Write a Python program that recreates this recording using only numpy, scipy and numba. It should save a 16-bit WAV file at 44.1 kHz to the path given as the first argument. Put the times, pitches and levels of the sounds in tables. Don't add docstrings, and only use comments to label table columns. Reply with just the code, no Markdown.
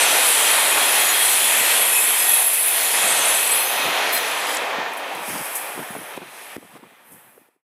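import sys
import numpy as np
from scipy import signal
from scipy.fft import rfft, irfft, next_fast_len
from scipy.io import wavfile
from scipy.ndimage import uniform_filter1d
from numba import njit

SR = 44100
rng = np.random.default_rng(int(sys.argv[2]) if len(sys.argv) > 2 else 0)


def gain_from_db(level_db):
    decades = np.asarray(level_db, float) / 20
    return 10 ** decades


def file_out(sig):
    cols = np.atleast_2d(sig).T
    lim = np.clip(cols, -1, 1)
    pcm = np.round(lim * 32767).astype(np.int16)
    wavfile.write(sys.argv[1], SR, pcm)


N = 339116


def at(rows):
    s, *columns = np.transpose(rows)
    return [np.interp(np.arange(N) / SR, s, column) for column in columns]


def walk(rate):
    hold = int(SR / rate)
    steps = np.repeat(rng.standard_normal(N // hold + 1), hold)
    return 0.98 * uniform_filter1d(uniform_filter1d(steps, hold), hold)[:N]


def bands(colour, centres, lo_hz, hi_hz):
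    size = next_fast_len(N)
    hz = np.maximum(np.arange(size // 2 + 1) * SR / size, 1)
    colour_hz, colour_db = np.array(colour).T
    gain = gain_from_db(np.interp(np.log(hz), np.log(colour_hz), colour_db, left=-120, right=-120))
    zone_rms = np.sqrt(np.mean(gain ** 2 * (hz > lo_hz) * (hz < hi_hz)))
    noise = rfft(rng.standard_normal(size)) * gain / zone_rms
    for share in np.eye(len(centres)):
        yield irfft(noise * np.interp(np.log(hz), np.log(centres), share), size)[:N]


def rush(colour, centres, zone, shape, shared_db, own_db):
    return sum(band * gain_from_db(shape(hz) + shared_db + own_db * walk(8))
               for hz, band in zip(centres, bands(colour, centres, *zone)))


@njit
def ring(x, hz, width):
    y, b, l, g, k = np.empty(len(x)), 0., 0., 0., 0.
    for i in range(len(x)):
        if i % 32 == 0:
            g, k = np.tan(np.pi * hz[i] / SR), width / hz[i]
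        v = (b + g * (x[i] - l)) / (1 + g * (g + k))
        b, l, y[i] = 2 * v - b, l + 2 * g * v, k * v
    return y


def bursts(rows, width, pop, rise):
    out, t = np.zeros(N + SR), np.arange(SR // 4) / SR
    for s, db, hz, tail in rows:
        swell = np.minimum(t / (rise * tail + 1 / SR), 1)
        hiss = rng.standard_normal(len(t)) * swell * gain_from_db(-60 * t / max(tail, .002))
        push = hiss + pop * np.sqrt(SR / hz) * (t == 0)
        tone = np.full(len(t), 1. * hz)
        puff = ring(ring(push, tone, width * hz), tone, width * hz)
        out[int(s * SR):][:len(t)] += puff * gain_from_db(db) / np.abs(puff).max()
    return out[:N]


def away():
    leaves_s, gone_s = 4.16, 4.7
    return at([(leaves_s, 0.), (gone_s, 1.)])[0]


# (time [s], level around 1 kHz before hum and flicker [dB], tilt above it [dB per octave])
ROLL = [(0, -26.5, 3.5), (0.4, -29, 3.5), (0.75, -26.5, 3), (1.0, -27.5, 4), (1.4, -31.5, 4),
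        (1.7, -29.5, 4), (2.0, -31.5, 3.5), (2.4, -34, 4), (2.6, -36.5, 5), (2.95, -31.5, 4),
        (3.25, -29, 3.5), (3.42, -34.5, 4), (3.7, -29, 2.5), (3.9, -25, 1), (4.3, -27.5, 2.5),
        (4.57, -26.5, 0.9), (5.0, -28.5, -0.5), (5.2, -29.5, -1), (5.5, -30, 0), (6.0, -33, -0.1),
        (6.5, -31, 1), (7.0, -32.5, -0.5), (7.69, -35.5, -2.5)]
# (frequency [Hz], relative density [dB per Hz])
ROLL_COLOUR = [(24, -84), (40, -58.5), (149, -27), (295, -8), (344, -8.5), (401, -3.5), (694, 2),
               (1600, -2), (2590, -2), (2890, -5), (3370, -4.5), (4690, -15), (5590, -18), (6100, -16),
               (7600, -24.5), (9880, -45), (16700, -120)]
# (time [s], lift at the middle of the hum [dB])
HUM = [(0, -0.5), (1.0, -1), (2.0, -1), (2.6, 2.5), (2.9, 3), (3.3, 3.5), (3.9, 1), (4.25, 0), (4.6, 2.5),
       (4.9, 2), (5.3, -1), (5.8, 1.5), (6.1, -0.5), (7.69, -2.5)]


def rails():
    hum_hz, hum_octaves = 765, 0.4
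    rims_far_db = -2.5
    centres = 120 * 2 ** np.arange(0, 6.1, 1 / 3)
    level_db, tilt_db = at(ROLL)
    step_db, hum_db = rims_far_db * away(), at(HUM)[0]

    def shape(hz):
        tilt = tilt_db * np.clip(np.log2(hz / 1000), 0, 2.6)
        hum = hum_db * np.exp(-(np.log2(hz / hum_hz) / hum_octaves) ** 2)
        return level_db + tilt + step_db * (hz > 2700) + hum

    return rush(ROLL_COLOUR, centres, (700, 1400), shape, shared_db=1.04 * walk(14), own_db=1.38)


# (time [s], hiss level around 11 kHz before flicker [dB], lean [dB per octave])
FLANGE = [(0, -24.5, -13), (.3, -21.5, -4.5), (.75, -24, -4.5), (1.2, -21, -3), (1.6, -21, -7),
          (2.0, -22.5, -3), (2.45, -20.5, 4), (2.8, -22.5, 5), (3.1, -23.5, -10), (3.5, -23.5, 1),
          (3.7, -25, 17), (3.95, -34.5, -2), (4.3, -32, -1), (4.56, -37.5, -14), (4.6, -40, -2),
          (4.85, -47.5, 6), (5.2, -41.5, 5), (5.3, -31.5, 0.5), (5.55, -29, 7), (5.85, -36.5, 3),
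          (6.15, -40.5, 4), (6.4, -33, 1.5), (6.8, -37, 3), (6.95, -41, 6), (7.04, -40, 6), (7.06, -35, 11),
          (7.14, -31, 11), (7.35, -35.5, 10), (7.69, -45, 2)]
# (frequency [Hz], relative density [dB per Hz])
FLANGE_COLOUR = [(4350, -43.5), (7400, -6.5), (7950, -4.5), (9680, -1.5), (11000, 1.5), (11500, 0.5),
                 (13100, -9), (14700, -9.5), (15600, -16.5)]


def flanges():
    near_db, far_db = -2.5, 10
    foot_db, under_db, skirt_db = 21.5, 6.5, -10
    centres = np.r_[4700, 5800, 7250, 7800 * 2 ** np.arange(0, 1.01, .2)]
    level_db, lean_db = at(FLANGE)
    late = away()
    spread_db = near_db + (far_db - near_db) * late

    def shape(hz):
        octaves = np.log2(hz / 10700)
        shelf = foot_db * (hz == centres[0]) + under_db * (hz == centres[1]) + skirt_db * (hz == centres[2])
        return level_db + lean_db * min(octaves, .3) + spread_db * abs(octaves) + late * shelf

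    return rush(FLANGE_COLOUR, centres, (9300, 12200), shape, shared_db=0.91 * walk(16), own_db=1.8)


# (frequency [Hz], width [Hz], lift over the noise that drives it [dB])
WHEEL = [(737, 35, -17.5), (900, 110, -9), (1828, 66, -5.5), (2480, 26, -4.5), (3155, 52, -6.5),
         (4140, 59, -3), (5090, 28, -4.5), (5980, 45, 0), (6850, 45, 4), (7800, 35, 3), (8900, 57, 0.5),
         (9730, 46, 2.5), (10240, 60, 0), (10800, 130, -5.5), (11340, 50, -2.5), (12200, 50, 1.5),
         (12460, 40, 7), (13500, 50, 2.5), (14050, 50, -1), (14750, 50, 0)]
# (time [s], pitch factor from their motion [ratio])
RUBS = [(0, 1.01), (1.68, 1.001), (1.7, 1.04), (2.5, 1.033), (3.25, 1.025), (3.75, 1.012), (4.1, 1.001),
        (4.9, .99), (7.69, .982)]


def wheels(contact):
    factor, = at(RUBS)
    far_db = -6 * away()

    def lift(hz, db):
        return gain_from_db(db + 3.7 * walk(9) + far_db * np.clip(np.log2(hz / 3000), 0, 1))

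    return sum(ring(contact, hz * factor, 1. * width) * lift(hz, db) for hz, width, db in WHEEL)


# (frequency [Hz], relative density [dB per Hz])
GUST_COLOUR = [(18, -80), (40, -45), (70, -21), (140, -0.5), (230, 1), (378, -1.5), (600, -8), (900, -12.5),
               (1400, -19.5), (2200, -39), (4000, -120)]
# (time [s], rumble level before the trim in wind() [dB])
BREEZE = [(0, -54), (1.9, -54), (2.3, -59), (2.85, -67), (3.4, -51), (5.0, -53), (6.5, -48), (7.69, -39)]
# (middle time [s], rumble level before the trim in wind() [dB], half length [s])
GUSTS = [(0.77, -43, 0.022), (1.003, -49, 0.021), (1.605, -46, 0.04), (3.092, -43.5, 0.15),
         (3.876, -37, 0.038), (4.8, -44, 0.056), (5.18, -37, 0.04), (5.3, -30, 0.022), (5.35, -27, 0.028),
         (5.409, -32, 0.017), (5.797, -30, 0.041), (5.98, -31, 0.049), (6.22, -34, 0.065),
         (6.58, -22, 0.014), (6.635, -22, 0.026), (6.7, -30, 0.012), (6.756, -23, 0.028),
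         (6.793, -21, 0.008), (6.85, -23, 0.026), (6.93, -30, 0.012), (7.147, -30, 0.039),
         (7.28, -33.5, 0.029), (7.38, -39, 0.048)]
# (time [s], peak level [dB], pitch [Hz])
BUFFETS = [(3.044, -20, 463), (3.88, -21, 519), (4.782, -20.5, 272), (5.179, -22, 371), (5.3, -25, 250),
           (5.353, -21, 380), (5.375, -24, 300), (5.41, -26, 245), (5.777, -18, 334), (5.791, -16, 342),
           (5.904, -21, 202), (5.951, -14, 431), (5.964, -19, 285), (6.176, -10.5, 367),
           (6.217, -12.5, 312), (6.228, -15, 330), (6.565, -7, 310), (6.579, -6, 256), (6.625, -12, 398),
           (6.756, -14, 326), (6.765, -14, 509), (6.829, -10, 238), (6.841, -17, 406), (7.377, -12, 431),
           (7.414, -19, 303), (7.487, -18.5, 334), (7.562, -18.0, 312)]


def wind():
    trim_db, flutter_s = -6.0, 0.034
    t = np.arange(N) / SR
    breeze = gain_from_db(at(BREEZE)[0] + 2.0 * walk(9))
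    gusts = sum(gain_from_db(db) * np.exp(-((t - s) / half) ** 4) for s, db, half in GUSTS)
    layers = bands(GUST_COLOUR, [90, 180, 360], lo_hz=70, hi_hz=269)
    rumble = sum(band * gain_from_db(2.0 * walk(30)) for band in layers)
    pops = [(s, db, hz, flutter_s) for s, db, hz in BUFFETS]
    return rumble * (breeze + gusts) * gain_from_db(trim_db) + bursts(pops, width=0.84, pop=0.93, rise=0.031)


# (time [s], length [s], middle level at 10 kHz [dB], slope away from 10 kHz [dB per octave])
JAMS = [(1.93, .1, -42, -8), (3.55, .12, -49, -4), (4.135, .055, -38, -2), (4.46, .1, -49, -2.5)]


def caught_modes():
    strays, from_s, to_s = 100, 0.36, 3.75
    stray_db, off_peak_db = -41, -7.5
    modes, (rub_s, factor) = np.array(WHEEL)[3:, 0], np.transpose(RUBS)
    rows = [(s, length, hz, db + 4.6 * rng.standard_normal(), off_db)
            for s, length, db, off_db in JAMS for hz in modes]
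    for when, which, long, loud in rng.random((strays, 4)):
        s = from_s + when * (to_s - from_s)
        hz = modes[int(which * len(modes))]
        rows.append((s, 0.052 + 0.25 * long, hz, stray_db + 6 * (loud - .5), off_peak_db))
    return [(s, length, hz * np.interp(s, rub_s, factor), db + off_db * abs(np.log2(hz / 10000)))
            for s, length, hz, db, off_db in rows]


def wander(t, rate, points):
    return np.interp(t * rate, np.arange(points), rng.standard_normal(points))


# (time [s], length [s], mid-length frequency before waver [Hz], rms level before flicker and slips [dB])
SQUEALS = [(0.01, 0.046, 8460, -23), (0.268, 0.47, 19000, -41.5), (0.487, 0.14, 9860, -32),
           (0.84, 0.055, 4200, -33), (0.79, 0.03, 4170, -37), (0.86, 0.07, 5060, -41),
           (1.0, 0.25, 4150, -41), (0.79, 0.065, 3320, -29), (0.87, 0.04, 3260, -33),
           (0.968, 0.1, 3290, -33), (0.829, 0.14, 10600, -30), (0.98, 0.06, 6870, -39),
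           (1.05, 0.07, 6840, -34), (1.12, 0.12, 3290, -30), (1.24, 0.095, 3270, -33),
           (1.41, 0.09, 3420, -36), (1.135, 0.065, 5020, -33.5), (1.18, 0.39, 8800, -35.5),
           (1.28, 0.17, 13750, -35), (1.7, 0.07, 11390, -30), (1.8, 0.45, 11320, -28.0),
           (2.28, 0.34, 11220, -25), (2.64, 0.26, 11110, -27), (2.92, 0.15, 10980, -32),
           (1.72, 0.45, 10110, -34), (1.777, 0.074, 3350, -35), (1.26, 0.08, 5920, -38),
           (1.29, 0.06, 6950, -39), (1.87, 0.25, 9050, -40), (1.918, 0.096, 2555, -27.5),
           (2.139, 0.26, 2590, -36), (1.952, 0.2, 9800, -36.5), (2.201, 0.19, 3360, -36),
           (2.4, 0.5, 2580, -39), (1.951, 0.44, 8220, -36), (2.068, 0.088, 3110, -31.5),
           (2.11, 0.22, 14240, -42), (2.13, 0.12, 5030, -38), (2.38, 0.43, 10600, -32),
           (2.392, 0.42, 9080, -35), (2.4, 0.1, 14540, -33), (2.5, 0.15, 14480, -41),
           (2.73, 0.1, 14430, -41), (2.12, 0.1, 12350, -34), (2.27, 0.05, 12950, -35),
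           (2.41, 0.08, 12250, -35), (1.96, 0.07, 14680, -40), (2.73, 0.06, 11650, -33),
           (2.55, 0.45, 8110, -36), (2.83, 0.56, 6980, -40), (3.6, 0.25, 6300, -42), (2.4, 0.26, 5230, -47),
           (1.43, 0.08, 10730, -33.5), (2.858, 0.13, 10900, -38), (2.95, 0.383, 2570, -36.5),
           (2.952, 0.307, 2900, -40), (3.07, 0.34, 8080, -30.5), (3.09, 0.1, 8600, -35.5),
           (3.12, 0.42, 9900, -33), (3.078, 0.32, 6300, -39), (3.19, 0.43, 8100, -30),
           (3.26, 0.39, 10820, -28), (3.4, 0.33, 12800, -37.0), (3.5, 0.1, 3340, -34),
           (3.423, 0.5, 2560, -37), (3.55, 0.12, 5080, -39.5), (3.58, 0.045, 4210, -35),
           (3.77, 0.1, 2550, -34), (3.76, 0.13, 3700, -39), (3.56, 0.12, 6030, -41),
           (4.27, 0.26, 10480, -41), (4.47, 0.09, 4990, -39), (5.897, 0.185, 10750, -41)]


def squeals(edge_s=.015, sink=0.02):
    waver_share, flicker_db, rasp, slip_db = .0022, 2.5, .6, 2.5
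    out = np.zeros(N)
    for s, length, hz, db in SQUEALS + caught_modes():
        span = slice(max(int((s - edge_s) * SR), 0), int((s + length + edge_s) * SR))
        t = np.arange(span.start, span.stop) / SR - s
        grip = np.clip(np.minimum(t + edge_s, length + edge_s - t) / (2 * edge_s), 0, 1)
        waver, flicker = wander(t, 70, 128), wander(t, 70, 128)
        grain = 1 + rasp * np.sqrt(max(hz, 5000) / 5000) * wander(t, 220, 400)
        slip = slip_db * np.minimum(wander(t, 28, 40), .6)
        pitch = hz * (1 - sink * (t - length / 2) + waver_share * waver)
        tone = np.sqrt(2) * np.sin(2 * np.pi * np.cumsum(pitch) / SR)
        out[span] += tone * grip * grain * gain_from_db(db + flicker_db * flicker + slip)
    return out


# (time [s], peak level [dB], centre [Hz], time for the driving noise to fall 60 dB [s])
KNOCKS = [(0.772, -11.5, 1290, 0.11), (5.234, -18, 950, 0.03), (5.361, -18, 800, 0.03),
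          (5.78, -20, 795, 0.04), (5.828, -18, 900, 0.04), (5.951, -18, 800, 0.039),
          (6.135, -20, 1980, 0.08), (6.219, -12.5, 900, 0.03), (6.231, -20, 800, 0.04),
          (6.563, -18, 1200, 0.02), (6.626, -18, 900, 0.04), (6.752, -16, 1000, 0.03),
          (6.768, -19, 1100, 0.04), (6.808, -15, 600, 0.025), (6.836, -9, 950, 0.025),
          (7.377, -19, 700, 0.03)]


def knocks():
    return bursts(KNOCKS, width=0.85, pop=0.65, rise=0.02)


# (time [s], peak level [dB], centre [Hz], time for the driving noise to fall 60 dB [s])
SCRAPES = [(2.53, -9, 11200, 0.13), (2.66, -10.5, 12500, 0.2), (4.12, -9.5, 12200, 0.29),
           (4.547, -17, 11600, 0.03), (4.569, -11.5, 7800, 0.015), (4.571, -15, 5000, 0.015),
           (4.931, -25.5, 10400, 0.06), (4.968, -23, 10500, 0.11), (5.145, -24, 10480, 0.096),
           (5.278, -20, 10400, 0.1), (5.378, -22, 5600, 0.04), (5.45, -16, 11000, 0.12),
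           (5.548, -9, 10300, 0.18), (6.165, -24, 9550, 0.06), (7.115, -12.5, 10500, 0.14)]


def scrapes():
    return bursts(SCRAPES, width=0.69, pop=.15, rise=0.053)


# (time [s], drop [dB])
DROPS = [(2.431, -3), (4.573, -0.5), (6.18, -6.5), (6.567, -11.5), (6.78, -6.5), (7.49, -4), (7.567, -4)]


def loudness():
    recover_s, fade_from_s, fade_to_s = 0.32, 3.0, 7.625
    t = np.arange(N) / SR
    drop_db = sum(db * (t >= s) * np.exp(-np.abs(t - s) / recover_s) for s, db in DROPS)
    return gain_from_db(drop_db) * np.clip((fade_to_s - t) / (fade_to_s - fade_from_s), 0, 1)


def scene():
    contact = rails() + flanges()
    mono = contact + wheels(contact) + wind() + squeals() + knocks() + scrapes()
    return np.array([mono, mono])


def low_pass(x):
    return signal.sosfilt(signal.butter(12, 15750, fs=SR, output="sos"), x)


def record(dry):
    low_cut = signal.butter(4, 68., "high", fs=SR, output="sos")
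    mix = signal.sosfilt(low_cut, dry * loudness())
    return low_pass(mix)


dry = scene()
out = record(dry)
file_out(out)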